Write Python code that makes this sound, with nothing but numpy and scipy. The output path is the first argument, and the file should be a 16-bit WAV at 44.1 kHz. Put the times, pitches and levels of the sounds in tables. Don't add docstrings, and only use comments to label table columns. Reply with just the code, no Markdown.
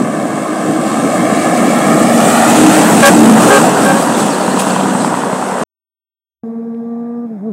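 import sys
import numpy as np
from scipy import signal
from scipy.fft import rfft, irfft, next_fast_len
from scipy.io import wavfile
from scipy.ndimage import uniform_filter1d, map_coordinates

SR = 44100
rng = np.random.default_rng(int(sys.argv[2]) if len(sys.argv) > 2 else 0)


def put_to_file(sound):
    columns = np.atleast_2d(sound).T
    safe = np.clip(columns, -1, 1)
    whole_steps = np.round(safe * 32767)
    wavfile.write(sys.argv[1], SR, whole_steps.astype(np.int16))


def to_linear_factor(level_db):
    exponent = np.asarray(level_db, float) / 20
    return 10 ** exponent


N = 331632

# time_s, nearness_db, engine_effort_db
LORRY_PASS = [(0.0, -36.5, 0.8), (0.5, -34.5, 0.7), (1.14, -29.5, -1.2), (1.25, -29.5, -0.6),
              (2.08, -24.5, 0.1), (2.26, -21, -1.3), (2.92, -19.5, -0.2), (3.07, -20.5, 2.8),
              (3.3, -21.5, 2.8), (3.5, -19, -2.5), (3.7, -21.5, 0.3), (4.15, -28.5, 1.2), (4.32, -29.5, 1),
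              (4.88, -31, -4.2), (5.46, -35.5, -3.5), (5.63, -34, -3.5)]
# time_s, half_width_s, exhaust_change_db, air_change_db
SURGES = [(0.033, 0.056, 9.5, 1), (0.7, 0.019, 9, 0.5), (2.32, .05, 1, 1), (2.5, 0.025, 1, 2.5),
          (3.07, 0.024, -3.5, 10.5), (3.9, 0.038, 3.5, 1.5), (4.2, 0.028, -1.3, 3.5), (3.7, 0.08, -0.9, -4),
          (4.6, .007, 1.5, 7), (3.76, 0.044, -5, -.7), (2.5, 0.015, 0.5, 1), (4.0, 0.052, -4.5, 1.2),
          (6.3, 0.015, 4, 2), (4.615, 0.033, -7, 3.5), (4.69, 0.033, 0.6, 2.5), (2.42, 0.075, -1.5, -0.5)]
# frequency_hz, density_db
BOOM_COLOUR = [(18, -79.5), (30, -47), (70, -35.5), (119, -9), (225, 5), (274, 2.5), (309, 2.5),
               (347, -4.5), (444, -7), (500, -5), (650, -44.5), (1100, -120)]
# frequency_hz, density_db
ROAR_COLOUR = [(250, -39.5), (380, -1.5), (520, 2), (640, 2.5), (790, 1.5), (880, -2.5), (1000, -2),
               (1250, -4), (1550, -8), (1900, -12.5), (2500, -30.5), (3500, -29.5), (5000, -67.5)]
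# frequency_hz, density_db
HISS_COLOUR = [(1500, -42.5), (2500, -2), (3500, -7), (5300, -9.5), (7000, -5.5), (8100, 0), (9300, -6),
               (11000, -15.5), (14000, -29), (16000, -32.5)]
# frequency_hz, density_db
FIZZ_COLOUR = [(8000, -39.5), (10500, -3), (12000, -5.5), (14000, -6.5), (16000, -12)]
# frequency_hz, density_db
FAN_COLOUR = [(1300, -40.5), (1700, 8.5), (2300, 11), (2700, -19), (3200, -36), (4500, -55.5)]
# time_s, half_width_s, third_gain_db, fourth_gain_db
PIPE_SWINGS = [
    (.6, 0.44, -13, 6),
    (2.0, .15, 3.5, 3),
    (2.5, 0.072, 7.5, -3),
    (2.68, .1, -7.5, 13.5),
    (3.22, .2, 12, 6),
    (3.8, 0.23, -9, -1.2),
]
HORN_OVERTONES = [(-0.5, -12, -5.5, -8, -22.5), (0, -4, -8, -21.5, -34.5), (-4, -2, -15, -21, -27.5)]
HORN_HZ = [415, 554, 791]
# start_s, length_s, low_horn_db, middle_horn_db, high_horn_db
TOOTS = [
    (3.027, 0.068, -36.5, -3, -4.5),
    (3.501, 0.084, -9, -11, -9),
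    (3.854, .075, -40, -16.5, -15.5),
    (3.941, .06, -38, -17.5, -32),
]
TOOT_PITCH = [1.016, 1, 1, 1]
# start_s, length_s, centre_hz, width_hz, level_db
BRAKE_PUFFS = [(2.84, .04, 13000, 5000, -35), (3.04, .06, 9000, 12000, -27), (3.38, .03, 12000, 8000, -33),
               (3.415, .012, 11000, 8000, -29), (3.845, .012, 10000, 9000, -23),
               (3.82, .07, 11300, 200, -35), (4.0, .11, 11100, 200, -35), (4.165, .03, 13400, 300, -39),
               (4.258, .02, 8100, 5000, -26), (4.25, .05, 15500, 300, -49), (4.53, .09, 15470, 300, -51),
               (4.325, .03, 4200, 500, -30), (4.51, .03, 4300, 400, -33), (4.225, .025, 10900, 300, -37),
               (4.298, .02, 5600, 200, -31), (4.585, .045, 9700, 250, -26), (4.6, .035, 7000, 11000, -28),
               (4.655, .04, 9900, 500, -29), (4.67, .01, 4000, 3000, -29), (4.75, .03, 3000, 700, -29),
               (4.93, .15, 8200, 800, -28), (4.7, .02, 4500, 600, -33)]
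# start_s, end_s, level_db
RATTLE = (3.25, 5.1, -37)
CYLINDER_DB = [0, -14, -6, -12, -9, -14]
# centre_hz, width_hz, level_db
BLOCK_MODES = [(187, 31, 11.5), (253, 44, 4), (740, 30, 1.5), (946, 130, 7), (1298, 400, -3.5),
               (3090, 1500, -24)]
# start_s, end_s
SILENCE = (5.6362, 6.4352)
# time_s, firing_hz, throttle_db
GEAR_SHIFT = [
    (7.25, 237.5, -0.9),
    (7.28, 222, -12),
    (7.315, 226, -1),
    (7.36, 207, -6.5),
    (7.397, 180, -10),
    (7.43, 205, -2),
    (7.46, 221, 1.5),
    (7.485, 228, 2.5),
    (7.52, 190, -1),
]
# multiple, level_db, db_per_throttle_db, flutter_crest_db, flutter_trough_db
BIKE_TONES = [(1, -20.5, 0.52, -2.5, -0.3), (2, -29.5, 1.7, 3.5, -5.5), (3, -40, 0.88, -11, -0.5),
              (5, -45.5, .6, -9.5, -2)]
BIKE_ORDERS = [.75, 1.75, 2.25, 2.5, 4, 4.25, 5.25, 6, 7, 8]
ORDER_DB = [-30, -37, -38, -42, -33, -46, -48, -48, -43, -48]
# frequency_hz, density_db
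FAR_COLOUR = [(24, -74.5), (70, -31.5), (150, -5.5), (190, -2.5), (300, -10), (420, -20.5), (560, -16),
              (700, -10.5), (1000, -24.5), (1600, -29), (2400, -40.5), (3000, -45.5), (9000, -51),
              (15700, -55.5)]
# time_s, level_db
CLICK = (6.747, -31)


def unit(x):
    return x / np.sqrt(np.mean(x ** 2) + 1e-20)


def curves(rows):
    time_s, *columns = np.transpose(rows)
    return [np.interp(np.arange(N) / SR, time_s, column) for column in columns]


def wobble(rate):
    knots = rng.standard_normal(int(N * rate / SR) + 4)
    return map_coordinates(knots, [np.arange(N) * rate / SR])


def step(at_s, width_s):
    u = (np.arange(N) / SR - at_s) / width_s
    return (1 + u / np.sqrt(1 + u * u)) / 2


def bumps(rows):
    t = np.arange(N) / SR
    return sum(np.outer(db, np.exp(-((t - s) / width) ** 2)) for s, width, *db in rows)


def window(start_s, length_s, edge_s):
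    t = np.arange(N) / SR - start_s
    return np.clip(np.minimum(t, length_s - t) / edge_s + .5, 0, 1) ** 2


def filtered(x, response):
    size = next_fast_len(N + 8192)
    return irfft(rfft(x, size) * response(np.fft.rfftfreq(size, 1 / SR)), size)[:N]


def rush(colour, patchy_db, gate=1):
    z = signal.stft(rng.standard_normal(N + 512), nperseg=512)[2]
    patches = uniform_filter1d(rng.standard_normal(z.shape), size=4, axis=0)
    patches = uniform_filter1d(patches, size=10, axis=1)
    noise = signal.istft(z * to_linear_factor(patchy_db * unit(patches)), nperseg=512)[1][:N]
    f, db = np.transpose(colour)
    response = lambda hz: to_linear_factor(np.interp(np.log(hz + 1), np.log(f), db, -120, -120))
    return unit(filtered(noise * gate, response))


def far_road():
    gaps = lambda f: np.where(f > 2300, np.abs(np.sin(np.pi * f / 1510)) ** .7, 1)
    return to_linear_factor(-38.5) * filtered(rush(FAR_COLOUR, 1.8), gaps)


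def small_click():
    click = np.zeros(N)
    click[int(CLICK[0] * SR)] = to_linear_factor(CLICK[1])
    return filtered(click, lambda f: 6 / (1 + (f / 2600) ** 4))


def motorbike():
    t = np.arange(N) / SR
    start_hz, climb_hz_per_s = 227, 13
    shift_hz, throttle_db = curves(GEAR_SHIFT)
    climbing_hz = start_hz + climb_hz_per_s * (t - SILENCE[1])
    firing_hz = np.where(t < GEAR_SHIFT[0][0], climbing_hz, shift_hz)

    since = t - 6.534
    flutter_hz, slows_hz_per_s = 15.6, 8.3
    crest = (1 + np.cos(2 * np.pi * (flutter_hz - slows_hz_per_s * since) * since)) / 2
    flutter = window(0, 6.87, .05)
    levels = []
    for _, db, grows, up_db, down_db in BIKE_TONES:
        swing_db = up_db * crest + down_db * (1 - crest)
        levels.append(db + grows * throttle_db + flutter * swing_db)

    clutch_s = 7.265
    shut_db = -24 * window(clutch_s, .2, .02) - 6 * (t > clutch_s)
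    levels[-1] = levels[-1] + shut_db

    phase = 2 * np.pi * np.cumsum(firing_hz * (1 + .003 * wobble(50))) / SR
    tones = np.zeros(N)
    for k, db, lag in zip((1, 2, 3, 5), levels, (0, .6, 2, 2.5)):
        tones += to_linear_factor(db + .9 * wobble(40)) * np.sin(k * phase + lag)
    for k, db in zip(BIKE_ORDERS, ORDER_DB):
        order_db = levels[0] + db + shut_db * (k > 3) / 2 + 2.4 * wobble(29)
        tones += to_linear_factor(order_db) * np.sin(k * phase)
    return np.sqrt(2) * tones


def diesel():
    first_s, cycle_s, count = 4.1008, .09455, len(CYLINDER_DB)
    k = np.arange(int((SILENCE[0] - first_s) / cycle_s * count))
    chance = rng.standard_normal((len(k), 2))
    at_s = first_s + k * cycle_s / count + .0003 * chance[:, 0]
    blows = np.zeros(N)
    blows[(at_s * SR).astype(int)] = to_linear_factor(np.array(CYLINDER_DB)[k % count] + 0.71 * chance[:, 1])
    decay = np.exp(-np.arange(SR // 40) / SR / .004)
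    gas = signal.fftconvolve(blows, decay)[:N] * rng.standard_normal(N)

    def block(f):
        total = 0
        for j, (centre, width, db) in enumerate(BLOCK_MODES):
            mode = 1j * f * width / (centre * centre - f * f + 1j * f * width)
            total = total + (-1) ** j * to_linear_factor(db) * mode
        return total / (1 + (f / 2800) ** 4)

    knock = unit(filtered(blows + .05 * gas, block))
    level_db = -23 - 19 * (1 - step(4.3, .08)) - 5.5 * step(5.3, 0.084)
    return to_linear_factor(level_db) * knock


def brakes(count=110):
    out, size = np.zeros(N), 8192
    f, t = np.fft.rfftfreq(size, 1 / SR), np.arange(size) / SR
    start, end, rattle_db = RATTLE
    chirps = []
    for a, b, c, d, e in rng.random((count, 5)):
        hz, width = 2400 * 4.1 ** c, 250 + 900 * d
        level_db = rattle_db - 6 * c + 8 * e
        chirps.append((start + (end - start) * a, 0.0091 + 0.02 * b, hz, width, level_db))
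    for s, length, hz, width, db in list(BRAKE_PUFFS) + chirps:
        band = 1 / (1 + (2 * (f - hz) / width) ** 2)
        air = unit(irfft(rfft(rng.standard_normal(size)) * band))
        shape = np.clip(t / .004, 0, 1) * np.exp(-(t / length) ** 3)
        out[int(s * SR):][:size] += to_linear_factor(db) * air * shape
    return out


def horns():
    out, t = np.zeros(N), np.arange(N) / SR
    for (s, length, *levels), factor in zip(TOOTS, TOOT_PITCH):
        near = slice(int((s - .02) * SR), int((s + length + .02) * SR))
        edge = window(s, length, .009)[near]
        for hz, overtones, level_db in zip(HORN_HZ, HORN_OVERTONES, levels):
            turn = 2 * np.pi * hz * factor * t[near]
            stack = sum(to_linear_factor(db) * np.sin((j + 1) * turn + j * j) for j, db in enumerate(overtones))
            out[near] += np.sqrt(2) * to_linear_factor(level_db) * stack * edge
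    return out


def lorry():
    near_db, effort_db = curves(LORRY_PASS)
    firing_hz = 76.45 * (1 + .0255 * (1 - 2 * step(2.85, .3)))
    return near_db + 22, effort_db, firing_hz


def exhaust_note():
    near_db, _, firing_hz = lorry()
    levels = np.array([-20, -21])[:, None] + .6 * near_db + bumps(PIPE_SWINGS)
    phase = 2 * np.pi * np.cumsum(firing_hz * (1 + .012 * wobble(30))) / SR
    tones = sum(to_linear_factor(db + 3.5 * wobble(25)) * np.sin(k * phase) for k, db in zip((3, 4), levels))
    return np.sqrt(2) * tones * window(-1.4, 5.1, 0.16)


def firing_throb(firing_hz):
    turn = np.cumsum(firing_hz * (1 + .06 * wobble(20))) / SR
    puff = np.exp(-4 * (turn % 1)) * to_linear_factor(4.9 * np.cos(np.pi * turn) + 0.69 * wobble(40))
    return 1 + .12 * (unit(puff) - 1)


def cooling_fan():
    level_db = -24.5 - 13 * (1 - step(1.1, 0.27)) - 21 * step(3.15, .2)
    return to_linear_factor(level_db) * rush(FAN_COLOUR, 0.5)


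def with_road_bounce(direct):
    path_ms = 1.97 - .45 * step(2.4, .7)
    strength = .72 - (.72 - .1) * step(2.52, .15)
    asphalt = lambda hz: np.exp(1.8j) / np.sqrt(1 + (hz / 2100) ** 4)
    late = map_coordinates(filtered(direct, asphalt), [np.arange(N) - path_ms * SR / 1000], order=3)
    return (direct + strength * late) / np.sqrt(1 + strength ** 2)


def traffic():
    near_db, effort_db, firing_hz = lorry()
    bark_db, air_db = bumps(SURGES)
    gate = firing_throb(firing_hz)
    shared = wobble(5.3)

    boom_db = -8.5 + .75 * near_db + effort_db + bark_db
    roar_db = -10 + 0.72 * near_db + 2.5 * step(5.46, .3) + 0.25 * air_db
    hiss_db = -18 + 0.95 * near_db + air_db
    fizz_db = -33.5 + 1.4 * near_db + 1.3 * air_db

    toot = sum(to_linear_factor(max(db)) * window(s, length, .015) for s, length, *db in TOOTS)
    boom = to_linear_factor(boom_db + .5 * shared + 1.2 * wobble(12)) * rush(BOOM_COLOUR, 1.5, gate) / (1 + 2.2 * toot)
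    roar = to_linear_factor(roar_db + 0.27 * shared + 0.24 * wobble(11)) * rush(ROAR_COLOUR, 1.4, gate)
    hiss = to_linear_factor(hiss_db + .3 * shared + .6 * wobble(18)) * rush(HISS_COLOUR, 1.2, gate)
    fizz = to_linear_factor(fizz_db + .9 * wobble(26)) * rush(FIZZ_COLOUR, 1.5)
    return boom + fizz + with_road_bounce(roar + hiss + cooling_fan())


def scene():
    t = np.arange(N) / SR
    roadside = diesel() + brakes() + horns() + exhaust_note() + traffic()
    distance = far_road() + small_click() + motorbike()
    fade_in = np.clip((t - SILENCE[1]) / .001, 0, 1)
    return (roadside * (t < SILENCE[0]) + distance * fade_in)[None]


def band_limit(x):
    return signal.sosfilt(signal.butter(12, 15840, fs=SR, output="sos"), x)


def record(dry):
    ceiling = .92
    soft = dry / (1 + np.abs(dry / ceiling) ** 4) ** (1 / 4)
    bass_cut = lambda hz: np.maximum(hz ** 4 / (hz ** 4 + 95 ** 4), to_linear_factor(-14))
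    thin = filtered(soft[0], lambda hz: bass_cut(hz) * (hz < 15790))
    return band_limit(thin[None])


dry = scene()
out = record(dry)
put_to_file(out)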